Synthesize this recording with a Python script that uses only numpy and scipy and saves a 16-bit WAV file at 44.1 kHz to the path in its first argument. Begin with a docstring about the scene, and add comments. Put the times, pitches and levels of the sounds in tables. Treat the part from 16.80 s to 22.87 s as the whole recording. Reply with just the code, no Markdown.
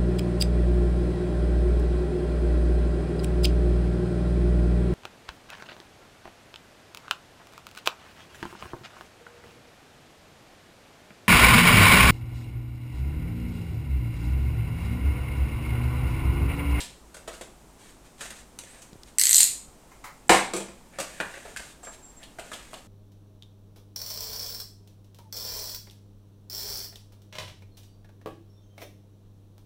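"""First a seal crackles: a snap-off knife slits a small cardboard box on a desk in a bare, live room.
The blade ratchets back into its handle, soft scuffs follow, and the knife drops on the desk;
then the lid is pulled free and the flaps fold open, with taps, rubs and thin squeaks.
Card and blows are bursts of noisy slips through resonances; blade and desk are decaying sines.
One microphone stands on the desk, amid a low room rumble and an even hiss."""
import sys
import numpy as np
from scipy import signal
from scipy.fft import rfft, irfft
from scipy.io import wavfile
from scipy.ndimage import uniform_filter1d

SR = 44100
rng = np.random.default_rng(int(sys.argv[2]) if len(sys.argv) > 2 else 0)


def wrap_up_sound(samples):
    """Save the sound to the file named by the first command line argument, as 16-bit audio."""
    columns = np.atleast_2d(samples).T
    # keep every value between -1 and 1, then stretch to whole-number steps
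    tamed = np.clip(columns, -1, 1)
    steps = np.round(tamed * 32767).astype(np.int16)
    wavfile.write(sys.argv[1], SR, steps)


N = 267731
TIME = np.arange(N) / SR
SHORT = TIME[:SR // 2]  # half a second, enough for any single event
TOP_HZ = 16200  # upper limit of the microphone signal


def undb(db):
    """Decibels to gain."""
    return 10 ** (np.asarray(db) / 20)


def unit(x):
    """Scale to an energy of one."""
    return x / np.sqrt(np.sum(x ** 2))


def steady(x):
    """Scale to an rms of one."""
    return x / np.std(x)


def add(track, s, x):
    """Mix x into the track at time s."""
    i = max(int(s * SR), 0)
    track[i:i + len(x)] += x[:N - i]


def delayed(x, s):
    """The same sound s seconds later."""
    return np.pad(x, (max(int(s * SR), 0), 0))[:len(x)]


def gate(age, length, attack_s, release_s):
    """Attack, hold and release within the given length."""
    attack = np.clip(age / attack_s, 0, 1)
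    release = np.clip((length - age) / release_s, 0, 1)
    return attack * release


def colour(x, points):
    """Causal minimum-phase filter with a spectrum of (frequency [Hz], level [dB]) points."""
    hz, db = np.transpose(points)
    size = 8192
    grid = np.maximum(np.fft.rfftfreq(size, 1 / SR), 1)
    spectrum_db = np.interp(np.log(grid), np.log(hz), db)
    cepstrum = irfft(np.log(undb(spectrum_db)))
    # fold the cepstrum forward so that nothing sounds before its cause
    cepstrum[1:size // 2] *= 2
    cepstrum[size // 2 + 1:] = 0
    response = irfft(np.exp(rfft(cepstrum)))
    return signal.fftconvolve(x, response)[:len(x)]


def resonate(x, peaks):
    """Parallel (frequency [Hz], width [Hz], level [dB]) resonances, run twice for steep skirts."""
    out = 0
    for hz, width, db in peaks:
        b, a = signal.iirpeak(hz, hz / (2 * width), fs=SR)
        once = signal.lfilter(b, a, x)
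        out = out + undb(db) * signal.lfilter(b, a, once)
    return out


def grit(count, spread_db):
    """Dense tiny slips of very unequal size."""
    return rng.standard_normal(count) * undb(spread_db * rng.standard_normal(count))


def contact(length, spread_db=4):
    """A cluster of slips that builds quickly and dies away; length is its decay time."""
    age = SHORT / max(length, 1e-4)
    return grit(len(SHORT), spread_db) * np.exp(-age) * (1 - np.exp(-6 * age))


# first reflections off the walls: (delay [s], level [dB])
WALL_ECHOES = [(.0057, -14), (.0092, -13), (0.0103, -29.5)]
# reverberation of the bare room: (frequency [Hz], time to fall 60 dB [s])
ROOM_DECAY = [(100, 0.67), (300, 0.41), (1800, 0.41), (5000, 0.4), (9000, 0.38), (16000, 0.26)]


def room(x, wet_db, build_s=0.001):
    """Direct sound, a few wall echoes and a diffuse tail drawn afresh for every position of the source."""
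    hz, t60 = np.transpose(ROOM_DECAY)
    noise = rng.standard_normal(len(SHORT))
    grid, s, cells = signal.stft(noise, SR, nperseg=256)
    fade = undb(-60 * s / np.interp(grid, hz, t60)[:, None])
    tail = signal.istft(cells * fade, SR)[1][:len(SHORT)]
    response = undb(wet_db) * unit(tail * (1 - np.exp(-SHORT / build_s)))
    response[0] = 1  # direct sound
    for delay, db in WALL_ECHOES:
        response[int(delay * SR)] += undb(db)
    return signal.fftconvolve(x, response)[:len(x)]


# spectrum of the empty room: (frequency [Hz], relative level [dB])
AIR_COLOUR = [(20, 0.5), (32, -3.5), (50, 5), (80, -8.5), (130, -6.5), (250, -6.5), (500, -12.5),
              (900, -13.5), (1800, -23), (4500, -27.5), (8300, -24), (11000, -31), (15000, -35),
              (16000, -45)]


def air(rms_db=-52.5):
    """Low room rumble under an even hiss: steady noise with a falling spectrum."""
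    return undb(rms_db) * steady(colour(rng.standard_normal(N), AIR_COLOUR))


# modes of a sheet of card:
# (multiple of the panel pitch [ratio], width [share of that pitch], relative level [dB])
PANEL_MODES = [(.68, 0.41, -7), (1, 0.244, 11.5), (1.36, 0.21, -3.5), (1.9, 0.99, -22)]


def panel(x, pitch_hz):
    """A sheet of card rings; its pitch depends on how tightly it is bent."""
    modes = [(ratio * pitch_hz, share * pitch_hz, db) for ratio, share, db in PANEL_MODES]
    return resonate(x, modes)


# resonances of the hollow box, also heard under strokes:
# (frequency [Hz], width [Hz], relative level [dB])
BOX_MODES = [(207, 53, -6.5), (360, 620, -9.5), (492, 215, 0), (613, 120, 1), (846, 730, -9.5)]
# crisp sound of the card edge, also heard in strokes: (frequency [Hz], relative level [dB])
EDGE_COLOUR = [(1200, -3.5), (2500, 1.5), (3300, 1), (4200, -1), (5300, -3.5), (6600, 0.5), (8600, 1.5),
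               (10500, -8), (12500, -11.5), (16000, -25)]


def catch(length, pitch_hz, body_db, panel_db, edge_db):
    """The card catches and lets go: the hollow box, its panels and the cut edge all answer."""
    slips = contact(length)
    hollow = undb(body_db) * unit(resonate(slips, BOX_MODES))
    sheet = undb(panel_db) * unit(panel(slips, pitch_hz))
    edge = undb(edge_db) * unit(colour(slips, EDGE_COLOUR))
    return room(hollow, wet_db=-3.0) + room(sheet + edge, wet_db=-1.5)


# the blade cuts through a bit of the seal:
# (time [s], relative level [dB], slip decay [s], panel pitch [Hz], hollow box level [dB])
SEAL_CUTS = [(.001, -9.5, 0.021, 3720, -49), (0.343, -21.5, 0.0082, 1400, -7.5),
             (0.367, -24.5, 0.0052, 1580, -1), (0.476, -16.5, 0.0097, 1410, 5),
             (0.526, -21, 0.033, 1450, -7), (0.61, -18.5, 0.0081, 1390, 2),
             (1.407, -12.5, 0.014, 1450, -10), (1.455, -22.5, 0.0046, 1930, -4),
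             (1.503, -17.5, 0.0092, 1490, -10), (1.788, -16.5, 0.0035, 6600, -27),
             (1.835, -28.5, 0.0045, 2000, -0.5), (2.018, -25, 0.012, 6500, -25)]


def cuts(gain_db=3, panel_db=-8):
    """The seal gives way under the blade: the cut edge crackles and the box answers."""
    out = np.zeros(N)
    for s, db, length, pitch_hz, body_db in SEAL_CUTS:
        add(out, s, undb(db + gain_db) * catch(length, pitch_hz, body_db, panel_db, edge_db=0))
    return out


# blade and fingers slide over the card:
# (start [s], length [s], relative level [dB], box and panel level against the hiss [dB])
CARD_STROKES = [(0.973, 0.18, -54.5, -13), (1.237, 0.059, -50.5, -11), (1.374, 0.14, -45, -24),
                (1.525, .12, -50.5, -17), (1.833, 0.21, -55, -6.5), (2.248, 0.081, -51.5, -27),
                (4.107, 0.12, -60.5, 6.5), (4.241, 0.36, -49.5, -4), (4.528, 0.26, -52, -11),
                (4.791, 0.16, -49, -19), (5.112, 0.052, -40, -26), (5.392, 0.062, -54.5, 6.5),
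                (5.62, 0.27, -53, -8), (5.842, 0.2, -56.5, -5)]


def strokes(gain_db=-2, body_db=-3, panel_hz=1750, attack_s=0.036, release_s=.05, sag_db=-1.5):
    """Sliding over paper fibres: a grainy hiss that swells, eases off and fades."""
    out = np.zeros(N)
    for s, length, db, panel_db in CARD_STROKES:
        fibres = grit(int(length * SR), spread_db=6.5)
        hollow = steady(resonate(fibres, BOX_MODES))
        box = steady(panel(fibres, panel_hz)) + undb(body_db) * hollow
        rub = steady(colour(fibres, EDGE_COLOUR)) + undb(panel_db) * box
        age = TIME[:len(fibres)]
        level = undb(db + gain_db + sag_db * age / length)
        add(out, s, level * rub * gate(age, length, attack_s, release_s))
    return out


# card squeaks:
# (start [s], length [s], top pitch before waver [Hz], relative level [dB], pitch bend [share])
CARD_SQUEAKS = [(1.885, .135, 8730, -51, 0.15), (4.3, .1, 9100, -56, .08), (5.03, 0.099, 7490, -39, 0.0022),
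                (5.225, 0.098, 7520, -43, .003), (5.364, 0.04, 7520, -44.5, .003)]


def squeaks(waver=0.0077, gain_db=-3.5, flutter_db=3, attack_s=0.0092, release_s=.02, sag_db=-6):
    """Faint, thin tones with an unsteady pitch and level; the pitch arches with the speed of the slide."""
    out = np.zeros(N)
    for s, length, hz, db, bend in CARD_SQUEAKS:
        age = TIME[:int(length * SR)]
        # two slow random curves, for pitch and for level
        wobble, flutter = (
            steady(uniform_filter1d(rng.standard_normal(len(SHORT)), size=100))[:len(age)]
            for _ in range(2))
        arch = 1 - bend * (2 * age / length - 1) ** 2
        pitch = hz * arch * (1 + waver * wobble)
        level = undb(db + gain_db + flutter_db * flutter + sag_db * age / length)
        tone = np.sin(2 * np.pi * np.cumsum(pitch) / SR)
        add(out, s, level * gate(age, length, attack_s, release_s) * tone)
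    return out


# tiny dry ticks and soft bumps close by: (time [s], level [dB], pitch [Hz], width [Hz])
CLOSE_TICKS = [(2.129, -19, 190, 150), (2.131, -29.5, 4070, 2200), (2.156, -20.5, 140, 80),
               (2.2335, -21.5, 4630, 2778), (3.482, -22.5, 7930, 1110)]


def ticks():
    """Small dry ticks and soft bumps of the hand, the knife and the card, without any room."""
    out = np.zeros(N)
    for s, db, hz, width in CLOSE_TICKS:
        add(out, s, undb(db) * unit(resonate(contact(0.0013), [(hz, width, 0)])))
    return out


# the slider jumps one notch, also the span of the chatter: time [s]
SLIDER_NOTCHES = [2.384, 2.396, 2.413, 2.4356, 2.454, 2.4682, 2.4924, 2.5091, 2.5292, 2.544, 2.557, 2.565,
                  2.5806, 2.5847, 2.6049, 2.6082, 2.63]
# modes of blade and handle, before detuning:
# (frequency [Hz], time to fall 60 dB [s], level with blade out [dB], level with blade in [dB])
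BLADE_MODES = [(1986, 0.0055, -14.5, -26.5), (3130, 0.0023, -12, -27), (4134, 0.0061, -20.5, -8.5),
               (4617, 0.0029, -6, -11), (5040, 0.0018, -5, -7.5), (6360, 0.0048, -8.5, -8),
               (7210, 0.002, -7.5, 7.5), (7850, 0.0025, 5, -8.5), (8410, 0.0026, -3.5, 5.5),
               (10000, .0012, -26, -13.5), (11430, 0.0028, -8, -13), (12940, 0.0025, -14.5, -11)]


def ratchet(click_db=7.0, push_db=5, settle_s=0.0054, detune=0.033, travel_s=.0009, snap_s=0.00037,
            desk_echo_s=.0013, desk_echo_db=-8, beam_hz=11500, beam_db=2):
    """Each notch snaps the blade; its low ring is choked as it slides into the handle."""
    out = np.zeros(N)
    hz, t60, out_db, in_db = np.transpose(BLADE_MODES)[:, :, None]
    top_octave = signal.butter(4, min(beam_hz, TOP_HZ), "high", fs=SR, output="sos")
    for s, pause in zip(SLIDER_NOTCHES, np.diff(SLIDER_NOTCHES, prepend=-np.inf)):
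        # share of the way into the handle
        inside = np.interp(s, [2.495, 2.56], [0, 1])
        # notches get louder as it goes in; the spring needs time to reload
        force = undb(push_db * inside) * (1 - np.exp(-pause / settle_s))
        pitch = hz * (1 + detune * rng.standard_normal(hz.shape))
        # bending waves: the highs arrive first
        t = np.maximum(SHORT[:SR // 20] - travel_s * np.sqrt(8000 / pitch), 0)
        envelope = np.exp(-np.log(1000) * t / t60) * (1 - np.exp(-t / snap_s))
        rings = np.sin(2 * np.pi * pitch * t) * envelope / np.sqrt(t60)
        mode_gain = undb(out_db + inside * (in_db - out_db))
        click = unit(np.sum(mode_gain * rings, axis=0))
        # the top octave beams sideways and comes back off the walls
        top = signal.sosfilt(top_octave, click)
        beam = sum(delayed(top, lag) for lag, _ in WALL_ECHOES[1:])
        # the path over the desk changes as the hand moves
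        desk_echo = delayed(click, desk_echo_s * rng.uniform(.7, 1.4))
        click = click + undb(desk_echo_db) * desk_echo + undb(beam_db) * beam
        padded = np.pad(click, (0, len(SHORT) - len(click)))
        add(out, s, force * undb(click_db) * room(padded, wet_db=-4.5))
    return out


# spectrum of the loose blade in its track: (frequency [Hz], relative level [dB])
BUZZ_COLOUR = [(800, -31.5), (1900, -15.5), (3100, -13.5), (4100, -5.5), (5400, -11.5), (7100, -10),
               (8700, -3), (10300, -8), (12500, -11), (16000, -25.5)]


def chatter(gain_db=-33, per_second=600, burst_s=0.00047, loose_db=11, loosest_s=2.603,
            loose_width_s=0.02, attack_s=0.008, overrun_s=0.017, release_s=0.0148):
    """The loose blade buzzes in its track in tiny bursts, most of all just before the slider stops."""
    knocks = (rng.random(N) < per_second / SR) * rng.uniform(0.25, 1, N)
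    bursts = signal.lfilter([1], [1, -np.exp(-1 / (burst_s * SR))], knocks)
    buzz = steady(colour(bursts * rng.standard_normal(N), BUZZ_COLOUR))
    start, stop = SLIDER_NOTCHES[0], SLIDER_NOTCHES[-1]
    sliding = gate(TIME - start, stop - start + overrun_s, attack_s, release_s)
    looseness = np.exp(-((TIME - loosest_s) / loose_width_s) ** 2)
    return room(buzz * sliding * undb(gain_db + loose_db * looseness), wet_db=0)


# soft scuffs while the knife is carried away: (time [s], relative level [dB])
KNIFE_SCUFFS = [(3.109, -27), (3.239, -13.5)]
# spectrum of a scuff: (frequency [Hz], relative level [dB])
WOODY_COLOUR = [(300, -30), (600, -5.5), (900, -0.5), (1250, -1.5), (1600, -8), (2100, -1.5), (2900, -18),
                (7000, -15.5), (15000, -25)]


def scuffs(gain_db=3, decay_s=0.027):
    """Dull, woody brushes off to the side of the box: coloured clusters of slips."""
    out = np.zeros(N)
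    for s, db in KNIFE_SCUFFS:
        brush = unit(colour(contact(decay_s), WOODY_COLOUR))
        add(out, s, undb(db + gain_db) * room(brush, wet_db=-3))
    return out


# the knife lands, bounces and tips over: (time [s], relative level [dB], contact decay [s],
# relative desk ring level [dB], rattle level against the knock [dB])
KNIFE_BLOWS = [(3.4932, 0, 0.0043, 3, -11), (3.502, -5, 0.0068, -17, -8.5), (3.521, -12.5, 0.012, 9, -2.5),
               (3.541, -11, 0.023, 0.5, -9.5), (3.735, -20.5, 0.0042, 12, -1.5),
               (3.763, -27.5, 0.0069, 18, 5.5), (3.803, -29, 0.0055, 14, -18),
               (3.884, -36, 0.0035, 14, -15)]
# modes of the desk: (frequency [Hz], relative level [dB], time to fall 60 dB [s])
DESK_MODES = [(192.8, -2.5, 0.34), (338.8, 3.5, 0.3), (364, -5, 0.29), (386, -3, 0.28), (452, -1.5, 0.28),
              (509, 3.5, 0.27), (553, -3.5, 0.51), (650, 0, 0.19), (715, -6, 0.22), (804, 3, 0.12),
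              (880, 3, 0.17), (1044, -1, 0.28)]
# spectrum of the handle's knock: (frequency [Hz], relative level [dB])
KNOCK_COLOUR = [(60, -17.5), (140, -16), (200, -11), (260, -8), (350, -4), (470, -6.5), (700, 0),
                (1050, -4.5), (1300, -9.5), (2000, -8), (2450, -7.5), (2800, -13.5), (3900, -14),
                (8600, -31.5), (16000, -39)]
# spectrum of the blade rattling in the handle: (frequency [Hz], relative level [dB])
RATTLE_COLOUR = [(1500, -56), (3200, -7.5), (4200, -11.5), (5200, -11.5), (8200, -1), (10000, -10),
                 (16000, -31)]


def dropped_knife(blow_db=14, ring_db=10, swell_s=0.0026, thump_hz=55, thump_s=0.032, thump_db=-7):
    """Each blow knocks the handle, rattles the blade inside it and sets the desk ringing."""
    out = np.zeros(N)
    hz, mode_db, t60 = np.transpose(DESK_MODES)[:, :, None]
    # neighbouring modes swing opposite ways
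    polarity = (-1) ** np.arange(len(DESK_MODES))[:, None]
    rings = polarity * np.sin(2 * np.pi * hz * SHORT) * np.exp(-np.log(1000) * SHORT / t60)
    # the first blow shakes the microphone stand: a brief low thump
    stand_thump = np.sin(2 * np.pi * thump_hz * SHORT) * np.exp(-SHORT / thump_s)
    add(out, KNIFE_BLOWS[0][0], undb(thump_db) * unit(stand_thump))
    for s, db, length, desk_db, rattle_db in KNIFE_BLOWS:
        knock = unit(colour(contact(length, spread_db=4), KNOCK_COLOUR))
        rattle = unit(colour(contact(length, spread_db=2.5), RATTLE_COLOUR))
        blow = knock + undb(rattle_db) * rattle
        add(out, s, undb(db + blow_db) * room(blow, wet_db=2.5))
        # a gentle blow is a longer push and reaches only the low modes
        reach_hz = 1500 * undb(0.37 * db)
        mode_gain = undb(mode_db) / (1 + (hz / reach_hz) ** 4)
        ring = np.sum(mode_gain * rings, axis=0) * (1 - np.exp(-SHORT / swell_s))
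        add(out, s, undb(db + desk_db + ring_db) * unit(ring))
    return out


# lid or flap catches and springs free: (time [s], relative level [dB], slip decay [s],
# panel pitch [Hz], pitch on release [Hz], hollow box level [dB], crisp edge level [dB])
FLAP_CATCHES = [(4.186, -17, .007, 1250, 1400, 8, 5), (4.401, -4.5, .003, 1460, 1730, -3, -18),
                (4.539, -18.5, .006, 1690, 1900, -4.5, -22), (4.572, -29.5, .003, 2100, 2200, 7.5, -16),
                (4.65, -26.5, 0.014, 1490, 1800, 8, -7), (4.762, -14.5, .004, 1680, 2110, -23, -5.5),
                (4.795, -28, .003, 1350, 1510, 2.5, 0.5), (5.03, -32.5, .008, 1200, 1300, 8, 3),
                (5.07, -22.5, .004, 1280, 950, 1, -13), (5.43, -28, .003, 3040, 2810, -14, -5),
                (5.586, -20.5, .0045, 1400, 2700, 5, -5), (5.716, -17, .008, 1260, 2980, -2, -4),
                (5.931, -23, .004, 940, 3140, 3, -4)]


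def flaps(gain_db=3, release_db=-5, release_edge_db=10, release_lag=1.9, release_stretch=1.48):
    """Each flap sounds twice: it catches, then springs free, softer in the body but crisper."""
    out = np.zeros(N)
    for s, db, length, pitch_hz, release_hz, body_db, edge_db in FLAP_CATCHES:
        caught = catch(length, pitch_hz, body_db, 0, edge_db)
        add(out, s, undb(db + gain_db) * caught)
        # lag and stretch count in slip decays
        release = catch(release_stretch * length, release_hz, body_db, 0, edge_db + release_edge_db)
        add(out, s + release_lag * length, undb(db + gain_db + release_db) * release)
    return out


def scene():
    """Knife and box in the same room, heard by one microphone standing on the desk."""
    box = cuts() + room(strokes() + squeaks(), wet_db=-4.5) + ticks() + flaps()
    knife = ratchet() + chatter() + scuffs() + dropped_knife()
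    return (air() + box + knife)[None]


def record(dry):
    """The microphone signal clips at full scale, then a steep low-pass cuts the top."""
    low_pass = signal.ellip(10, .2, 70, TOP_HZ, fs=SR, output="sos")
    return signal.sosfilt(low_pass, np.clip(dry, -1, 1))


dry = scene()
out = record(dry)
wrap_up_sound(out)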